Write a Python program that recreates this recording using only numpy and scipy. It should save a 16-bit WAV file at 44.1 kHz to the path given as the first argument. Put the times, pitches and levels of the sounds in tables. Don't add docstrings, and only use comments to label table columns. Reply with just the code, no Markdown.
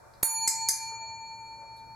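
import sys
import numpy as np
from scipy import signal
from scipy.io import wavfile
from scipy.ndimage import uniform_filter1d

SR = 44100
rng = np.random.default_rng(int(sys.argv[2]) if len(sys.argv) > 2 else 0)


def waveform_to_disk(signal):
    frames = np.transpose(np.atleast_2d(signal))
    scaled = np.clip(frames, -1, 1) * 32767
    samples = np.round(scaled).astype(np.int16)
    wavfile.write(sys.argv[1], SR, samples)


def to_linear_factor(level_db):
    exponent = np.asarray(level_db, float) / 20
    return 10 ** exponent


N = 85995

# pitch_hz, density_db (per Hz)
HOUSE_SPECTRUM = [(30, -12), (110, -8.5), (300, -19.5), (700, -15.5), (1500, -22), (2800, -52),
                  (4200, -33.5), (8000, -38.5), (15000, -45)]
# time_s, pitch_hz, level_db
WHINE_PATH = [
    (.04, 600, -69),
    (.1, 578, -68.5),
    (0.201, 564, -59.5),
    (.24, 555, -93),
    (0.929, 665, -80),
    (1.019, 660, -59),
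    (1.199, 640, -73),
    (1.451, 600, -70.5),
    (1.632, 560, -59.5),
    (1.72, 545, -67.5),
]
# pitch_hz, t60_s, level_db
ROOM_BANDS = [(400, 0.17, -16), (1560, 0.49, 4), (4630, 0.36, 8.5), (9000, 0.29, -27), (13900, 0.17, 14.5)]
# start_s, level_db, pitch_hz, width_hz, length_s
SMALL_NOISES = [
    (0.137, -47.5, 4450, 900, 0.001),
    (.141, -53.5, 4300, 1211, 0.001),
    (0.038, -54, 1099, 499, 0.0073),
    (0.907, -61, 1280, 248, 0.071),
    (.91, -57, 487, 120, 0.034),
    (1.615, -60, 960, 900, 0.026),
    (1.623, -55, 660, 202, 0.0368),
    (1.766, -64, 10600, 4000, .008),
    (1.769, -64.5, 3860, 910, 0.032),
]
# start_s, level_db, thud_db
CLICKER_SNAPS = [
    (.4755, -4.5, -20),
    (.6865, -4, -21.5),
]
# pitch_hz, width_hz, in_db, out_db
TONGUE_MODES = [(1890, 585, -13.5, -16), (4873, 920, -5.5, -4), (6384, 730, -5.5, -2), (7305, 980, 0.5, -5),
                (8995, 1420, -2.5, -5.5), (10560, 766, -15.5, -4.5), (11100, 800, -6, -3),
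                (13820, 960, -13.5, -11.5)]
# pitch_hz, t60_s, level_db
TONGUE_AFTER_RING = (9600, 0.35, -36.5)
# start_s, crack_db, thud_db
PAW_KNOCKS = [
    (0.2286, -21.5, -40.5),
    (0.231, -18.5, -19.5),
]
DOME_PITCHES = [900.0, 889.9, 2369.8, 2355.9, 4369.9, 4365.3, 6855.3, 6870.7, 9814.2, 9804.9, 13181,
                13169.5]
# level_db, t60_s, left_over_right_db, leg_near_change_db
DOME_MODES = [(-34, 8.73, 2, 3), (-47.5, 9.5, 1.9, 0), (-33, 4.43, 5, -5.5), (-43, 4.4, -2, -1),
              (-30, 4.37, -0.2, 0.9), (-42.5, 4.2, -15, 1.9), (-22.5, 1.924, -0.3, -0.9),
              (-33, 1.81, -17.5, 0), (-18.5, 0.47, -8, 2.7), (-32.5, 0.41, -23.5, 0.5), (-23, 0.37, 2, 3.7),
              (-22, 0.24, -11.5, 1.1)]
DOME_PHASES = [0, .06, 0, .15, 0, -.14, 0, -.08, 0, .24, 0, .13]
PORT_LAGS = [0.057, 0.0087, 0.051, 0.048, 0.012, -.13, -.07, .02, -0.0082, 0.13, 0.26, -0.085]
BASE_PITCHES = [3720, 6836, 8178, 11402, 11451]
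# level_db, t60_s, left_over_right_db
BASE_MODES = [(-37.5, .2, -4.5), (-29, 0.16, -4), (-21.5, 0.23, -0.8), (-21.5, 0.24, -4.5),
              (-17, .13, -6.5)]
# start_s, gain_reached_db
GAIN_DUCKS = [
    (.233, -10.5),
    (.477, -6.5),
    (.688, -7.5),
]

HOUSE_DB, HUM_HZ, HUM_DB = -56.5, 114.6, -62.5
SCUFF_DB, SCUFF_END_S = -63, 0.33
ROOM_DB, KNOCK_ROOM_DB = 0.5, -3
FLUTTER_S, FLUTTER_DB = 0.012, 0.5
SNAP_S, BUCKLES = 0.007, 7
PLUNGER_S, STRIKE_S = 0.2285, 0.2315
LEG_AWAY_S, LEG_MOVE_S = 0.72, 0.13
PLUNGER_RING_DB = -16
OLD_RING_DB, OLD_RING_TILT_DB = -28.5, -9.5
OVERTONE_DB, OVERTONE_NEAR_DB = 19.5, -6
RATTLE_DB, RATTLE_S = -30, 0.051
NOTCH_HZ, NOTCH_WIDTH_HZ, NOTCH_DB = 3030, 1800, -15
DUCK_ATTACK_S, RECOVER_DB_S = 0.0012, 44.5
CEILING, TOP_HZ = 0.4, 16100


def band(x, hz, width):
    return signal.lfilter(*signal.iirpeak(min(hz, 0.45 * SR), hz / width, SR), x)


def unit(x):
    return x / np.sqrt(np.mean(x ** 2))


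def pan(x, db):
    return x * to_linear_factor(np.array([[db / 2], [-db / 2]]))


def walk(rate):
    k = int(SR / rate)
    return unit(uniform_filter1d(uniform_filter1d(rng.standard_normal(N), k), k))


def decay(t, start, length):
    return (t >= start) * np.exp(-np.maximum(t - start, 0) / length)


def house(t):
    spectrum_hz, spectrum_db = np.array(HOUSE_SPECTRUM).T
    tone = 0
    for hz in 30 * 2 ** np.arange(0, 9.1, 0.5):
        mid, side = (unit(band(band(rng.standard_normal(N), hz, hz / 2.2), hz, hz / 2.2)) for _ in range(2))
        db = np.interp(np.log(hz), np.log(spectrum_hz), spectrum_db) + 10 * np.log10(hz) + 2.23 * walk(4)
        stereo = mid + np.clip(hz / 170, 0.4, 1) * side * np.array([[1], [-1]])
        tone = tone + to_linear_factor(db) * stereo * pan(1, np.clip(600 / hz - 1.5, 0, 2.5))
    hum = to_linear_factor(HUM_DB + 2.2 * walk(25)) * np.sin(2 * np.pi * HUM_HZ * t)
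    brush = unit(band(rng.standard_normal((2, N)), 630, 899.4))
    scuff = brush * to_linear_factor(SCUFF_DB + 1.3 * walk(30)) * (t < SCUFF_END_S)
    return unit(tone) * to_linear_factor(HOUSE_DB) + pan(hum, 2.0) + scuff


def whine(t):
    s, hz, db = np.array(WHINE_PATH).T
    pitch = np.interp(t, s, hz) * (1 + 0.0051 * walk(24))
    level = to_linear_factor(np.interp(t, s, db, -120, -120) + 2.5 * walk(5))
    return level * np.sin(2 * np.pi * np.cumsum(pitch) / SR)


def room(x):
    t = np.arange(SR // 2) / SR
    common, own = rng.standard_normal(len(t)), rng.standard_normal((2, len(t)))
    flutter = to_linear_factor(FLUTTER_DB * np.cos(2 * np.pi * t / FLUTTER_S))
    grain = (0.8 * common + 0.6 * own) * flutter * np.clip(t / 0.0024, 0, 1)
    tail = sum(to_linear_factor(db - 60 * t / t60) * band(grain, hz, 1.16 * hz) for hz, t60, db in ROOM_BANDS)
    tail = tail / np.sqrt(np.sum(tail ** 2) / 2)
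    return signal.fftconvolve(x[None], tail, axes=1)[:, :N]


def ticks(t):
    out = 0
    for s, db, hz, width, length in SMALL_NOISES:
        puff = unit(band(band(rng.standard_normal(N), hz, width), hz, width))
        out = out + to_linear_factor(db) * puff * decay(t, s, length)
    return out


def thud(t, s, db):
    return to_linear_factor(db) * decay(t, s, 0.00076) * np.sin(2 * np.pi * 420 * (t - s))


def clicker(t):
    out = 0
    for j, (s, db, thud_db) in enumerate(CLICKER_SNAPS):
        when = (np.arange(BUCKLES) + 0.7 * rng.random(BUCKLES)) / BUCKLES
        swell = 0.39 + 0.77 * np.sin(np.pi * when)
        size = swell * to_linear_factor(1.3 * rng.standard_normal(BUCKLES)) * rng.choice([-1, 1], BUCKLES)
        steps = np.zeros(N)
        steps[((s + SNAP_S * when) * SR).astype(int)] = size
        steps = steps + 0.097 * rng.standard_normal(N) * decay(t, s, SNAP_S)
        ring = 0
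        for k, (hz, width, *in_out_db) in enumerate(TONGUE_MODES):
            mode = band(band(steps, hz, width), hz, 2 * width) * SR / width / 8
            ring = ring + (-1) ** k * to_linear_factor(in_out_db[j]) * mode
        out = out + to_linear_factor(db) * ring + thud(t, s + SNAP_S / 2, thud_db)
    hz, t60, db = TONGUE_AFTER_RING
    after = unit(band(rng.standard_normal(N), hz, 150))
    return out + to_linear_factor(db) * after * decay(t, CLICKER_SNAPS[-1][0], t60 / np.log(1000))


def knocks(t):
    noise = rng.standard_normal(N)
    bright = band(noise, 11000, 7400) + 0.53 * band(noise, 3000, 3000) + 0.5 * band(noise, 1400, 1200)
    out = 0
    for s, crack_db, thud_db in PAW_KNOCKS:
        out = out + to_linear_factor(crack_db) * bright * decay(t, s, 0.003) + thud(t, s, thud_db)
    return out


def bell(t):
    near = np.clip((LEG_AWAY_S - t) / LEG_MOVE_S + 0.5, 0, 1)
    age = np.maximum(t - STRIKE_S, 0)
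    onset = np.where(t >= STRIKE_S, 1, to_linear_factor(PLUNGER_RING_DB) * decay(t, PLUNGER_S, 0.0023))
    out = 0
    modes = zip(DOME_PITCHES, DOME_PHASES, PORT_LAGS, DOME_MODES)
    for k, (hz, turns, lag, (db, t60, lr_db, near_db)) in enumerate(modes):
        old = (k < 6) * (t < STRIKE_S) * to_linear_factor(OLD_RING_DB + OLD_RING_TILT_DB * (k // 2))
        env = to_linear_factor(db) * (onset * to_linear_factor(-60 * age / t60 + near_db * near) + old)
        cycles = hz * (t - STRIKE_S) + turns + np.array([[lag / 2], [-lag / 2]])
        out = out + pan(env * np.sin(2 * np.pi * cycles), lr_db)
        if k == 1:
            octave = band(out ** 2, 2 * DOME_PITCHES[0], 100)
            out = out + to_linear_factor(OVERTONE_DB + OVERTONE_NEAR_DB * near) * octave
    for hz, (db, t60, lr_db) in zip(BASE_PITCHES, BASE_MODES):
        mode = onset * to_linear_factor(db - 60 * age / t60) * np.cos(2 * np.pi * hz * (t - STRIKE_S))
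        out = out - pan(mode, lr_db)
    noise = rng.standard_normal((2, N)) + 0.47 * rng.standard_normal(N)
    rattle = unit(band(noise, 1327, 1400))
    return out + to_linear_factor(RATTLE_DB) * rattle * decay(t, STRIKE_S, RATTLE_S)


def scene():
    t = np.arange(N) / SR
    paw = knocks(t)
    rest = clicker(t) + ticks(t)
    echo = room(rest + to_linear_factor(KNOCK_ROOM_DB) * paw)
    return bell(t) + pan(paw + rest, -0.6) + to_linear_factor(ROOM_DB) * echo + whine(t) + house(t)


def low_pass(x):
    return signal.sosfilt(signal.butter(12, 17100, fs=SR, output="sos"), x)


def record(dry):
    t = np.arange(N) / SR
    ducks = []
    for s, reached_db in GAIN_DUCKS:
        recovery = np.minimum(reached_db + RECOVER_DB_S * (t - s), 0)
        ducks.append(recovery * np.clip((t - s) / DUCK_ATTACK_S + 0.5, 0, 1))
    gain = to_linear_factor(np.min(ducks, axis=0))
    x = dry - (1 - to_linear_factor(NOTCH_DB)) * band(dry, NOTCH_HZ, NOTCH_WIDTH_HZ)
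    x = CEILING * np.tanh(x * gain / CEILING)
    x = signal.sosfilt(signal.ellip(6, 0.3, 50, TOP_HZ, fs=SR, output="sos"), x)
    return low_pass(x)


dry = scene()
out = record(dry)
waveform_to_disk(out)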